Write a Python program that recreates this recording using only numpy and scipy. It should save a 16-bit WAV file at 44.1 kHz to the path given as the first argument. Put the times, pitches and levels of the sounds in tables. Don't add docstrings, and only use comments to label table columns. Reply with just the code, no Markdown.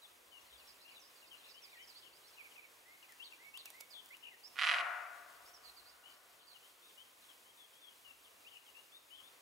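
import sys
import numpy as np
from scipy import signal
from scipy.fft import rfft, irfft, next_fast_len
from scipy.io import wavfile
from scipy.ndimage import uniform_filter1d

SR = 44100
rng = np.random.default_rng(int(sys.argv[2]) if len(sys.argv) > 2 else 0)


def wav_record(signal):
    frames = np.transpose(np.atleast_2d(signal))
    bounded = np.clip(frames, -1, 1)
    quanta = np.round(bounded * 32767).astype(np.int16)
    wavfile.write(sys.argv[1], SR, quanta)


N = 414981

# time in seconds, effort in dB.
BARK_EFFORT = [(4.556, -17), (4.578, -10.5), (4.59, -2.5), (4.63, -0.5), (4.695, .5), (4.75, -2.5),
               (4.79, -5.5), (4.815, -5)]
# pitch in Hz, strength in dB.
SLAP_COLOUR = [(100, -52), (400, -29.5), (600, -21), (900, -12.5), (1200, -1), (2000, -4), (2800, -0.5),
               (4000, -13), (5600, -22), (7500, -36), (10000, -54), (12000, -65), (16000, -67)]
# pitch in Hz, width in Hz, boost in dB.
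THROAT_RESONANCES = [(700, 85, 12.5), (1446.5, 33, 13), (1980, 160, 4.5), (2920, 70, 2.5)]
# pitch in Hz, strength in dB.
RUSH_COLOUR = [(500, -16.5), (1500, -1.5), (3000, 5.5), (5000, -6.5), (6800, -8.5), (8000, -14),
               (9200, -9.5), (10300, -11), (11500, -24), (16000, -31)]
# delay in seconds, level in dB against the voice.
GROUND_REFLECTIONS = [(.00102, -15), (.00153, -14), (.00248, -20)]


def deer(slap_db=-16.3, flutter_db=-11, flutter_per_s=450, rush_db=-53, mouth_hz=1700, mouth_opening=.4,
         grass_db=-8, soak_hz=750, forest_db=9, side_db=-5.5):
    t = np.arange(N) / SR
    opening = follow(BARK_EFFORT)
    effort = opening * (t >= BARK_EFFORT[0][0]) * (t <= BARK_EFFORT[-1][0])

    flutter = (rng.random(N) < flutter_per_s / SR) * (2 * rng.random(N) - 1)
    pulses = effort * (rasp() + gain_of(flutter_db) * flutter)
    voice = gain_of(slap_db) * through(pulses, -ping(SLAP_COLOUR, THROAT_RESONANCES))
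    rush = effort * rng.standard_normal(N)
    voice = voice + gain_of(rush_db) * through(rush, ping(RUSH_COLOUR, THROAT_RESONANCES))

    muffled = signal.sosfiltfilt(signal.butter(2, mouth_hz, fs=SR, output="sos"), voice)
    voice = muffled + opening ** mouth_opening * (voice - muffled)

    direct = voice + gain_of(grass_db) * through(voice, scatter(t60=.035, rise=.0006, same=.1))
    for delay, db in GROUND_REFLECTIONS:
        add(direct, delay, gain_of(db) * voice)
    direct = signal.sosfiltfilt(signal.butter(2, soak_hz, "high", fs=SR, output="sos"), direct)
    return panned(direct, side_db) + gain_of(forest_db) * panned(forest(voice), side_db=4.5)


FOLD_HZ = 193.4
# start in seconds, number of slaps.
FOLD_SURGES = [(4.5892, 2), (4.6198, 2), (4.6347, 4), (4.6698, 2), (4.6889, 3), (4.7139, 2), (4.7387, 2),
               (4.7857, 2)]


def rasp(jitter=0.028, fade_db=1.0, uneven_db=0.5, loose_db=-6, loose_uneven_db=2.2, lag=.9):
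    slaps, caught = np.zeros(N), np.zeros(N)
    for (s, count), chance in zip(FOLD_SURGES, rng.standard_normal((len(FOLD_SURGES), 5, 2))):
        for k, (late, size) in enumerate(chance[:round(count)]):
            when = s + k * (1 + jitter * late) / FOLD_HZ
            slaps[round(when * SR)] += gain_of(uneven_db * size - fade_db * k)
        add(caught, s - .5 / FOLD_HZ, np.ones(round((count + .5) / FOLD_HZ * SR)))

    cycles = np.cumsum(1 + lag * rng.random(size=60))
    at = ((BARK_EFFORT[0][0] + cycles / FOLD_HZ - 1 / FOLD_HZ) * SR).astype(int)
    loose = gain_of(loose_db + loose_uneven_db * rng.standard_normal(len(at)))
    slaps[at] += (caught[at] == 0) * loose
    return slaps


# pitch in Hz, strength in dB.
FOREST_COLOUR = [(300, -3.5), (460, 3.5), (590, 13), (700, 7.5), (850, 5.5), (1100, 4), (1450, 3.5),
                 (2000, 2.5), (3000, -7.5), (4200, -11.5), (8000, -8)]
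# pitch in Hz, seconds to fall by 60 dB.
FOREST_DECAY = [(300, 1.2), (700, 1.46), (1400, 1.3), (2200, 1.06), (3200, 0.86), (8000, 1.8)]


def forest(x, rise=0.059, rise_hz=1400, far_s=1.33, far_width=0.59, far_db=-33, far_top_hz=1500,
           same=0.6, size=512):
    noise = pair(same, *rng.standard_normal((2, 5 * SR // 2)))
    hz, t, z = signal.stft(noise, SR, nperseg=size)
    column_hz = hz[:, None]
    swell = 1 - np.exp(-(t / rise) ** 2 * (1 + (column_hz / rise_hz) ** 4))
    near = gain_of(-60 * t / read(FOREST_DECAY, hz)[:, None]) * swell
    far_swell = np.exp(-((t - far_s) / far_width) ** 2)
    far = gain_of(far_db) * far_swell / (1 + (column_hz / far_top_hz) ** 4)
    colour = gain_of(read(FOREST_COLOUR, hz))[:, None]
    tail = signal.istft(z * (near + far) * colour, SR, nperseg=size)[1]
    return through(x, tail / np.sqrt(SR))


# seconds after the phrase starts, syllable, middle pitch in Hz, level in dB.
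NEAREST_PHRASE = [(-.002, "sweep", 2960, -56.5), (.044, "buzz down", 4050, -58), (.124, "tick", 2560, -58),
                  (.184, "arch", 2204, -64.5)]
PHRASE_TIMES = [3.195, 3.536]
# start in seconds, syllable, middle pitch in Hz, level in dB.
SINGLE_NOTES = [(.015, "slur", 3740, -62), (0.309, "sag", 2870, -65), (0.523, "slur", 3620, -65),
                (0.669, "slur", 5100, -66.5), (.836, "lift", 2800, -67), (.94, "slur", 3800, -64),
                (.99, "buzz down", 5600, -68), (1.305, "slur", 2980, -62), (1.485, "buzz down", 5000, -65),
                (1.535, "lift", 3045, -66), (1.617, "buzz down", 5090, -62), (1.705, "scoop", 1880, -64),
                (1.78, "lift", 3050, -65), (1.869, "buzz down", 4970, -63), (1.94, "buzz up", 4460, -61.5),
                (2.377, "slur", 2415, -57.5), (2.43, "slur", 2380, -63), (2.554, "slur", 2475, -59.5),
                (2.615, "slur", 2350, -64), (2.84, "arch", 2125, -66), (3.025, "tick", 2650, -62),
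                (3.086, "slur", 1940, -65), (3.9, "buzz down", 4480, -61.5), (3.93, "warble", 3390, -57.5),
                (4.099, "sweep", 2260, -58.5), (4.22, "warble", 2707, -58), (4.306, "slur", 1980, -63),
                (4.428, "buzz up", 5090, -59), (5.45, "buzz up", 5250, -69), (5.53, "slur", 5400, -65),
                (5.63, "warble", 4260, -61), (5.76, "slur", 4400, -63), (5.85, "buzz up", 4610, -66.5),
                (6.03, "lift", 3000, -66), (6.464, "warble", 4300, -65), (6.53, "slur", 3000, -67),
                (6.81, "lift", 3620, -69), (6.968, "lift", 3080, -64), (7.283, "slur", 3150, -67),
                (7.565, "sag", 3430, -66), (7.805, "sag", 3380, -64.5), (8.035, "sag", 2800, -64.5),
                (8.24, "buzz down", 3100, -69), (8.44, "sweep", 2700, -62.5), (8.505, "warble", 2810, -63),
                (8.658, "slur", 3000, -68), (8.739, "lift", 2770, -63.5), (8.915, "lift", 3600, -63),
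                (9.1, "lift", 3080, -62), (9.14, "warble", 3225, -64), (9.225, "lift", 3540, -66)]
# pitch in Hz, left level minus right level in dB.
BIRD_LEAN = [(1900, 1), (2200, -6.5), (2450, -5), (2750, 11.5), (3050, 11), (3500, 9.5), (3900, 1),
             (4300, -7), (5300, -6.5)]


def birds(direct_db=0, leaves_db=-8, trees_db=-8, ear_gap_s=0.00015):
    song = twitter()
    phrases = [(start + s, *note) for start in PHRASE_TIMES for s, *note in NEAREST_PHRASE]
    for s, name, hz, db in SINGLE_NOTES + phrases:
        add(song, s, gain_of(db) * syllable(name, hz))

    size = next_fast_len(N)
    hz = np.fft.rfftfreq(size, 1 / SR)
    lean_db = read(BIRD_LEAN, hz) * np.array([[.5], [-.5]])
    earlier = np.exp(1j * np.pi * hz * ear_gap_s * np.tanh(lean_db))
    song = irfft(rfft(song, size) * gain_of(lean_db) * earlier, size)[:, :N]

    leaves = gain_of(leaves_db) * through(song, scatter(t60=.06, rise=.002, same=0))
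    trees = gain_of(trees_db) * through(song, scatter(t60=0.6, rise=.0023, same=0.17))
    return gain_of(direct_db) * song + leaves + trees


# start in seconds, end in seconds, lowest middle pitch in Hz,
# highest middle pitch in Hz, syllables per second, level in dB, syllables used.
SOFT_BOUTS = [(.45, 2.35, 3400, 5600, 14, -70, ("tick", "buzz up", "buzz down", "slur")),
              (.55, 2.5, 2300, 3200, 6, -68, ("tick", "slur", "warble")),
              (5.5, 6.5, 3700, 5000, 5, -73, ("tick", "buzz down")),
              (6, 7.9, 2900, 3700, 4.5, -72, ("lift", "slur", "buzz down"))]


def twitter(uneven_db=2):
    song = np.zeros(N)
    chances = rng.random((len(SOFT_BOUTS), 40, 4))
    for (start, end, low_hz, high_hz, per_s, db, names), chance in zip(SOFT_BOUTS, chances):
        count = round((end - start) * per_s)
        for k, (late, kind, pitch, size) in enumerate(chance[:count]):
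            name = names[int(kind * len(names))]
            note = syllable(name, low_hz * (high_hz / low_hz) ** pitch)
            level = gain_of(db + uneven_db * (2 * size - 1))
            add(song, start + (k + late) / per_s, level * note)
    return song


BIRD_SYLLABLES = {"slur": (.05, 1.12, .89, 0), "tick": (.024, 1.12, .88, 0), "sag": (.1, 1.09, .96, 0),
                  "lift": (.07, .92, 1.04, 0), "sweep": (.058, .92, 1.42, 0), "arch": (.135, .83, .99, 0),
                  "scoop": (.14, 1.55, 1.42, 0), "buzz down": (.048, 1.19, .88, 120),
                  "buzz up": (.06, .89, 1.11, 118), "warble": (.085, 1.12, .94, 62)}


def syllable(name, hz):
    length, start, end, trill_per_s = BIRD_SYLLABLES[name]
    return whistle(length, hz * np.array([start, 1, end]), trill_per_s)


def whistle(length, pitches, trill_per_s, swing_hz=210, waver_db=2.5, unsteady=0.0059):
    t = np.arange(round(length * SR)) / SR
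    noises = rng.standard_normal((2, SR // 2))
    shake, waver = (evened(uniform_filter1d(noise, 200))[:len(t)] for noise in noises)
    trill = np.sin(2 * np.pi * trill_per_s * t)
    glide = np.polyval(np.polyfit([0, .5, 1], pitches, 2), t / length)
    hz = glide * (1 + unsteady * shake) + swing_hz * trill
    strength = signal.windows.tukey(len(t), .4) * gain_of(waver_db * (waver + trill / 2))
    return evened(strength * np.sin(2 * np.pi * np.cumsum(hz) / SR))


# time in seconds, peak of the snap in dB before it is coloured and panned.
CLICK_TIMES = [(3.1229, -39), (3.5752, -32), (3.6578, -28), (3.704, -32), (3.8066, -33), (3.8097, -28),
               (4.0602, -39), (4.0897, -41), (4.169, -38)]
# pitch in Hz, strength in dB.
CLICK_COLOUR = [(200, -20), (900, 2), (2000, -4.5), (4500, -1.5), (9000, 0.5), (15000, -0.5)]


def clicks(blur_db=-19, blur_s=.002, spread_db=-5, side_db=-4):
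    t = np.arange(-SR // 50, SR // 50) / SR
    snaps = np.zeros(N)
    for (s, db), noise in zip(CLICK_TIMES, rng.standard_normal((len(CLICK_TIMES), len(t)))):
        blur = gain_of(blur_db) * noise * np.exp(-abs(t) / blur_s)
        add(snaps, s + t[0], gain_of(db) * ((t == 0) + blur))
    snaps = through(snaps, ping(CLICK_COLOUR))
    spread = through(snaps, scatter(t60=0.029, rise=0.0002, same=0))
    return panned(snaps, side_db) + gain_of(spread_db) * spread


def rustle(level_db=-73, middle_s=4.1, width_s=1.0, clump_db=5, low_hz=3000):
    t = np.arange(N) / SR
    slow = uniform_filter1d(uniform_filter1d(rng.standard_normal(N), 1500), 700)
    clumps = gain_of(clump_db * evened(slow))
    noise = pair(0.72, *rng.standard_normal((2, N)))
    fizz = signal.sosfilt(signal.butter(2, low_hz, "high", fs=SR, output="sos"), noise)
    swell = np.exp(-((t - middle_s) / width_s) ** 2)
    return gain_of(level_db) * swell * evened(fizz * clumps)


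# time in seconds, level in dB.
CHORUS_LEVEL = [(0, -79), (.7, -74), (1.5, -73), (2.3, -76), (3, -81), (5, -82), (6.2, -78), (7, -84),
                (9.4, -83)]


def chorus(count=330, low_hz=2600, high_hz=5200, glide=.18):
    song = np.zeros(N)
    for when, length, pitch, *bends in rng.random((count, 6)):
        centre_hz = low_hz * (high_hz / low_hz) ** pitch
        pitches = centre_hz * (1 + glide * (2 * np.array(bends) - 1))
        add(song, when * N / SR, whistle(0.0249 + 0.027 * length, pitches, 0))
    echoes = through(song, scatter(t60=.12, rise=.002, same=0))
    return follow(CHORUS_LEVEL) * evened(echoes)


# middle in seconds, half width in seconds, level in dB.
RUMBLE_SWELLS = [(.52, .25, -84), (5.6, .3, -90), (8.15, .2, -93)]


def rumble(low_hz=52, high_hz=72, rest_db=-100):
    t = np.arange(N) / SR
    level = gain_of(rest_db)
    for s, width, db in RUMBLE_SWELLS:
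        level = level + gain_of(db) * np.exp(-((t - s) / width) ** 2)
    band = signal.butter(2, [low_hz, high_hz], "band", fs=SR, output="sos")
    bass = signal.sosfilt(band, pair(0.95, *rng.standard_normal((2, N))))
    return level * evened(bass)


# pitch in Hz, strength in dB.
AIR_COLOUR = [(20, -43), (45, -13), (62, -14), (90, -7.5), (170, -11), (300, -2.5), (480, 1.5), (850, 1),
              (1050, 4), (1400, -0.5), (2600, 0), (5000, -6), (10000, -7), (15500, -9)]
# time in seconds, level in dB.
AIR_SWELL = [(0, -69), (.6, -67.5), (2, -68), (4.3, -68.5), (5.6, -68), (6.4, -70), (8.8, -70), (9.41, -68)]
# pitch in Hz, likeness from 0 (unrelated) to 1 (the same).
AIR_LIKENESS = [(30, 0.63), (100, 0.83), (250, 0.72), (1000, 0.15), (3000, 0.073), (6000, 1), (15000, 1)]


def air(level_db=-63.0, patchy_db=1.0, sway=1.0, sway_top_hz=2500, flicker_db=0.57, size=2048):
    hop = size // 4
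    t, hz = np.arange(N // hop + 5) * hop / SR, np.fft.rfftfreq(size, 1 / SR)
    a, b, c, d, patches = rng.standard_normal((len(t), len(hz), 5)).T
    patches = evened(uniform_filter1d(uniform_filter1d(patches, 14, 0), 12, 1))
    s, db = np.transpose(AIR_SWELL)
    swell = sway * np.interp(t, s, db - np.median(db))
    outdoors = 1 / (1 + (hz[:, None] / sway_top_hz) ** 2)
    flicker = flicker_db * evened(uniform_filter1d(rng.standard_normal(len(t)), size=7))
    changes_db = outdoors * (swell + patchy_db * patches) + (2 - outdoors) * flicker
    z = pair(read(AIR_LIKENESS, hz)[:, None], a + 1j * b, c + 1j * d)
    z = z * gain_of(read(AIR_COLOUR, hz)[:, None] + changes_db)
    hush = signal.istft(z, nperseg=size, noverlap=size - hop)[1][:, :N]
    return gain_of(level_db) * evened(hush)


def scatter(t60, rise, same):
    t = np.arange(SR) / SR
    noise = pair(same, *rng.standard_normal((2, SR)))
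    tail = noise * gain_of(-60 * t / t60) * (1 - np.exp(-t / rise))
    return tail / np.linalg.norm(tail[0])


def ping(colour, resonances=(), size=4096):
    hz = abs(np.fft.fftfreq(size, 1 / SR))
    db = read(colour, hz) + sum(g / (1 + (2 * (hz - f) / w) ** 2) for f, w, g in resonances)
    spectrum = np.exp(np.conj(signal.hilbert(np.log(gain_of(db)))))
    pulse = np.fft.ifft(spectrum).real[:size // 2]
    return pulse / abs(pulse).max()


def through(x, response):
    return signal.fftconvolve(np.atleast_2d(x), np.atleast_2d(response), axes=1)[:, :N]


def pair(same, a, b):
    same = np.clip(same, -1, 1)
    return np.array([a, same * a + np.sqrt(1 - same ** 2) * b])


def panned(x, side_db):
    return x * gain_of([[side_db / 2], [-side_db / 2]])


def add(mix, s, sound):
    part = mix[..., round(s * SR):][..., :sound.shape[-1]]
    part += sound[..., :part.shape[-1]]


def follow(curve):
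    return gain_of(np.interp(np.arange(N) / SR, *np.transpose(curve)))


def read(points, hz):
    f, value = np.transpose(points)
    return np.interp(np.log(hz + 1), np.log(f + 1), value)


def gain_of(db):
    return 10 ** (np.asarray(db) / 20)


def evened(x):
    return x / np.sqrt(np.mean(x ** 2) + 1e-20)


def scene():
    return deer() + birds() + chorus() + clicks() + rustle() + rumble() + air()


def record(dry, edge_hz=15800):
    lowpass = signal.firwin(801, edge_hz, window=("kaiser", 9), fs=SR)
    return signal.oaconvolve(dry, lowpass[None], "same")


dry = scene()
out = record(dry)
wav_record(out)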